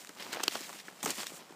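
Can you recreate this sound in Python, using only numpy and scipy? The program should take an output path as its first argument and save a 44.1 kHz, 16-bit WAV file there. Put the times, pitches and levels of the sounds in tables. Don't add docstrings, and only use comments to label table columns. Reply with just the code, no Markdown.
import sys
import numpy as np
from scipy import signal
from scipy.fft import rfft, irfft, next_fast_len
from scipy.io import wavfile
from scipy.ndimage import uniform_filter1d

SR = 44100
rng = np.random.default_rng(int(sys.argv[2]) if len(sys.argv) > 2 else 0)


def file_out(sig):
    cols = np.atleast_2d(sig).T
    lim = np.clip(cols, -1, 1)
    pcm = np.round(lim * 32767).astype(np.int16)
    wavfile.write(sys.argv[1], SR, pcm)


N = 68355

# pitch_hz, strength_db
AIR_TONE = [(15, -44), (25, -57), (79, -27.5), (176, 10), (373, -1), (729, 0.5), (1060, -4.5), (2500, -2.5),
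            (3540, -10), (7680, -12), (15000, -34)]
# start_s, pitch_hz, level_db, ring_s
SHOE_BUMPS = [(.096, 302, -52, .0025), (0.609, 240, -51.5, .0018), (1.0428, 197, -38, 0.002),
              (1.059, 420, -38, 0.0025), (1.0742, 305, -39, 0.0016), (1.085, 300, -39.5, 0.0018),
              (1.1002, 287, -40.5, 0.00055), (1.108, 310, -47.5, 0.0015), (1.18, 227, -46.5, 0.0032),
              (1.32, 355, -48, 0.00079), (1.327, 168, -52, 0.0059), (1.506, 317, -47.5, 0.0012)]
# start_s, fracture_ms, knock_pitch_hz, crack_pitch_hz,
# thump_level_db, knock_level_db, crack_level_db, tick_level_db
STALK_SNAPS = [(0.048, 0.33, 1510, 3360, -86, -50, -68, -52), (0.072, 0.3, 1420, 2640, -77, -62, -52, -54),
               (0.0924, 1.9, 1730, 3000, -50.5, -50, -52, -49),
               (0.1979, 0.4, 1570, 2150, -57, -54, -45.5, -69),
               (0.224, 1.4, 1210, 3570, -63, -72, -44.5, -55),
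               (0.3291, 4.6, 1390, 2790, -46, -41, -38.5, -39.5),
               (0.337, 2.5, 1520, 3240, -73, -40, -42, -50),
               (0.3463, 2.2, 1420, 2280, -48, -45, -52, -46.5), (0.362, 1, 2060, 2280, -54, -47, -49, -60),
               (0.3705, 0.3, 560, 1660, -58, -37, -45, -65), (0.3977, 0.92, 1470, 2200, -69, -41, -63, -62),
               (0.403, 1.3, 1160, 1800, -42, -38, -44, -64), (0.4333, 1.4, 1010, 3000, -65, -51, -38, -41),
               (0.4359, 2.3, 920, 3400, -43.5, -38, -33, -31),
               (0.4799, 1.04, 1180, 3000, -35.5, -34.5, -24, -34),
               (0.5541, 0.66, 900, 3050, -43.5, -35, -42, -52),
               (0.5592, 1.2, 905, 2850, -52, -43.5, -51, -60),
               (0.607, 1.6, 1060, 3300, -50, -63, -64, -45.5),
               (0.693, 0.9, 970, 1980, -65, -46.5, -54, -50), (0.7002, 0.59, 790, 2700, -62, -47, -55, -64),
               (0.729, 0.39, 1200, 2500, -74, -50, -54.5, -53.5),
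               (0.883, 0.21, 1170, 1200, -49, -44.5, -48.5, -68),
               (1.0296, 0.44, 870, 2340, -59, -46.5, -44.5, -39.5),
               (1.0356, 0.75, 860, 2560, -65, -40.5, -44.5, -53),
               (1.0492, 0.52, 1270, 3270, -62, -59, -44, -36.5),
               (1.0585, 4.1, 1420, 2140, -65, -37.5, -40, -34),
               (1.0606, 3.4, 980, 1540, -55, -32.5, -43, -54),
               (1.0772, 3.1, 1300, 2600, -61, -41, -41.5, -41),
               (1.096, 1.5, 1000, 3000, -63, -43, -43.5, -56),
               (1.1048, 1.6, 1300, 3000, -68, -47, -36, -33), (1.182, 1.1, 1090, 2700, -62, -50, -47, -60),
               (1.202, 0.4, 1300, 3260, -73, -47.5, -43, -51),
               (1.2324, 0.43, 1100, 2530, -75, -43, -48, -48),
               (1.242, 1.1, 1100, 2400, -79, -48.5, -56, -48),
               (1.2686, 0.1, 2000, 3730, -69, -51.5, -40, -43)]
# pitch_ratio (times the crack pitch), strength_db
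STALK_RESONANCES = [(.04, -62), (.45, -16), (.72, -12), (.85, -2), (1, 3), (1.2, -11), (1.45, 5),
                    (1.68, -8), (4.5, -36)]
# time_s, swish_level_db, crackle_level_db, crunch_level_db
RUSTLE_LEVELS = [(0, -52.5, -52.5, -58), (.06, -58.5, -61, -64), (.11, -61.5, -60.5, -56.5),
                 (0.15, -61.5, -67.5, -59), (0.205, -59.5, -47, -52.5), (.235, -56, -47.5, -48.5),
                 (.29, -56.5, -54.5, -50), (.335, -55, -45.5, -45), (.385, -62, -50.5, -45),
                 (.445, -53, -47, -53), (.47, -54.5, -54, -49), (.5, -52.5, -48.5, -58.5),
                 (.545, -46, -43, -50.5), (.58, -49.5, -49, -52), (.66, -52, -51.5, -57),
                 (.73, -54, -55, -53.5), (0.801, -56, -50.5, -60.5), (.835, -63.5, -63.5, -61),
                 (.875, -58, -56, -57), (.92, -63.5, -62.5, -57.5), (1.028, -59.5, -57, -58.5),
                 (1.03, -36.5, -47, -42), (1.055, -46, -53, -48.5), (1.068, -47, -45, -44),
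                 (1.112, -41, -40, -43.5), (1.13, -51, -48, -54.5), (1.159, -45.5, -47, -60),
                 (1.188, -46.5, -43, -47.5), (1.215, -42.5, -44, -50), (1.25, -55.5, -51.5, -59),
                 (1.281, -49, -49.5, -58.5), (1.32, -55.5, -56.5, -54), (1.37, -49.5, -56.5, -53.5),
                 (1.42, -68, -58, -51.5), (1.455, -66.5, -62.5, -60.5), (1.55, -66, -63.5, -54.5)]
# pitch_hz, strength_db
SWISH_TONE = [(2500, -29), (4500, -16.5), (5800, -3.5), (7200, 3.5), (8300, 1), (9500, -3), (12000, -8),
              (15000, -5.5)]
# pitch_hz, strength_db
CRACKLE_TONE = [(900, -25.5), (1800, 3.5), (2600, 4), (3100, 4.5), (3700, 3), (4400, 3), (5500, 2),
                (8000, -11.5)]
# pitch_hz, strength_db
CRUNCH_TONE = [(70, -30), (130, -9), (200, -1), (330, -0.5), (520, -1), (900, -2), (1500, -5.5),
               (2200, -13), (4000, -30)]

AIR_DB = -63.5
TOP_HZ = 15200

BURST_SPAN_S = 0.0074
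KNOCK_RING_S, CRACK_RING_S, TICK_RING_S = 0.00007, 0.00015, 0.00024
THUMP_HZ, THUMP_RING_S = 332, 0.0012
KNOCK_WIDTH = 1.45
TICK_BAND_HZ = (5630, 9140)
TICK_TOP_DB, TICK_TOP_HZ = -6, 7700
SCATTER_DB, SCATTER_S = -18.5, 0.004
FIBRE_SPREAD_DB = 4.5
FIRST_BREAK_DB = -3.5
FIBRE_EVENNESS = 0.68

# clicks per second, spread of sizes in dB
SWISH_GRAINS, CRACKLE_GRAINS, CRUNCH_GRAINS = (9800, 3.4), (3000, 1.82), (1500, 2.2)
GRAIN_LIMIT = 4.43
# clicks per second, spread of sizes in dB, level in dB against the crackle or the swish
STRAW_POPS, STRAW_BAND_HZ = (190, 2.8, -6.5), (740, 2730)
SPLINTER_POPS, SPLINTER_BAND_HZ = (130, 3.2, -9.5), (3000, 7600)
FLUTTER_DB, FLUTTER_S = 2, 0.004


def undb(db):
    return 10 ** (np.asarray(db) / 20)


def unit(x):
    return x / np.sqrt(np.mean(x ** 2) + 1e-20)


def band(x, low_hz, high_hz, order=2):
    sos = signal.butter(order, [low_hz, high_hz], "band", fs=SR, output="sos")
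    return signal.sosfilt(sos, x)


def colour(x, points):
    hz, db = np.array(points).T
    size = next_fast_len(len(x))
    bins_hz = np.arange(size + 1) * SR / (2 * size)
    log_gain = np.log(undb(np.interp(np.log(bins_hz + 1), np.log(hz), db)))
    cepstrum = irfft(log_gain)
    cepstrum[1:size] *= 2
    cepstrum[size + 1:] = 0
    response = np.exp(rfft(cepstrum))
    return irfft(rfft(x, 2 * size) * response)[:len(x)]


def sizes(spread_db, count):
    signs = rng.choice([-1, 1], count)
    spreads = np.minimum(rng.exponential(size=count), GRAIN_LIMIT)
    return signs * undb(spread_db * spreads)


def clicks(rate, spread_db):
    happens = rng.random(N) < rate / SR
    return happens * sizes(spread_db, N)


def burst(x, db):
    energy = np.sum(x ** 2) + 1e-20
    return x * undb(db) * np.sqrt(BURST_SPAN_S * SR / energy)


def add(out, x, start_s):
    i = int(start_s * SR)
    out[i:i + len(x)] += x[:N - i]


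def air():
    hiss = colour(rng.standard_normal(N), AIR_TONE)
    return unit(hiss) * undb(AIR_DB)


def thud(hz, ring_s):
    t = np.arange(SR // 20) / SR
    push = t ** 2 * np.exp(-t / ring_s) * np.sin(2 * np.pi * hz * t)
    return np.gradient(push)


def bumps():
    out = np.zeros(N)
    for start_s, hz, db, ring_s in SHOE_BUMPS:
        add(out, burst(thud(hz, ring_s), db), start_s)
    return out


def fracture(decay_s):
    t = np.arange(SR // 10) / SR
    fading = np.exp(-t / decay_s) + undb(SCATTER_DB) * np.exp(-t / SCATTER_S)
    fibres = sizes(FIBRE_SPREAD_DB, len(t)) * fading
    first_break = (t == 0) * undb(FIRST_BREAK_DB) * np.linalg.norm(fibres)
    spectrum = rfft(fibres + first_break)
    evened = spectrum / np.abs(spectrum) ** FIBRE_EVENNESS
    return irfft(evened)[:len(t) // 2]


def snaps():
    out = np.zeros(N)
    for start_s, fracture_ms, knock_hz, crack_hz, thump_db, knock_db, crack_db, tick_db in STALK_SNAPS:
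        fracture_s = fracture_ms / 1000
        knock_break = fracture(fracture_s + KNOCK_RING_S)
        crack_break = fracture(fracture_s + CRACK_RING_S)
        tick_break = fracture(fracture_s + TICK_RING_S)

        thump = thud(THUMP_HZ, THUMP_RING_S)
        knock = band(knock_break, knock_hz / KNOCK_WIDTH, knock_hz * KNOCK_WIDTH)
        crack = colour(crack_break, [(ratio * crack_hz, db) for ratio, db in STALK_RESONANCES])
        tick = band(tick_break, *TICK_BAND_HZ)
        tick_top = band(tick_break, TICK_TOP_HZ, TOP_HZ)

        add(out, burst(thump, thump_db), start_s)
        add(out, burst(knock, knock_db), start_s)
        add(out, burst(crack, crack_db), start_s)
        add(out, burst(tick, tick_db), start_s)
        add(out, burst(tick_top, tick_db + TICK_TOP_DB), start_s)
    return out


def grains(tone, rate, spread_db):
    return unit(colour(clicks(rate, spread_db), tone))


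def pops(edges_hz, rate, spread_db, db):
    return unit(band(clicks(rate, spread_db), *edges_hz, order=1)) * undb(db)


def flutter():
    size = int(FLUTTER_S * SR)
    smooth = uniform_filter1d(rng.standard_normal(N), size)
    smooth = uniform_filter1d(smooth, size)
    return undb(FLUTTER_DB * unit(smooth))


def rustle():
    times_s, *level_columns = np.array(RUSTLE_LEVELS).T
    now_s = np.arange(N) / SR
    swish_gain, crackle_gain, crunch_gain = (undb(np.interp(now_s, times_s, db)) for db in level_columns)

    straws = pops(STRAW_BAND_HZ, *STRAW_POPS)
    splinters = pops(SPLINTER_BAND_HZ, *SPLINTER_POPS)
    swish = swish_gain * (grains(SWISH_TONE, *SWISH_GRAINS) + splinters)
    crackle = crackle_gain * flutter() * (grains(CRACKLE_TONE, *CRACKLE_GRAINS) + straws)
    crunch = crunch_gain * flutter() * grains(CRUNCH_TONE, *CRUNCH_GRAINS)
    return swish + crackle + crunch


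def scene():
    mix = snaps() + bumps() + rustle() + air()
    return mix[None]


def record(dry):
    sos = signal.ellip(10, .2, 70, TOP_HZ, fs=SR, output="sos")
    return signal.sosfilt(sos, dry)


dry = scene()
out = record(dry)
file_out(out)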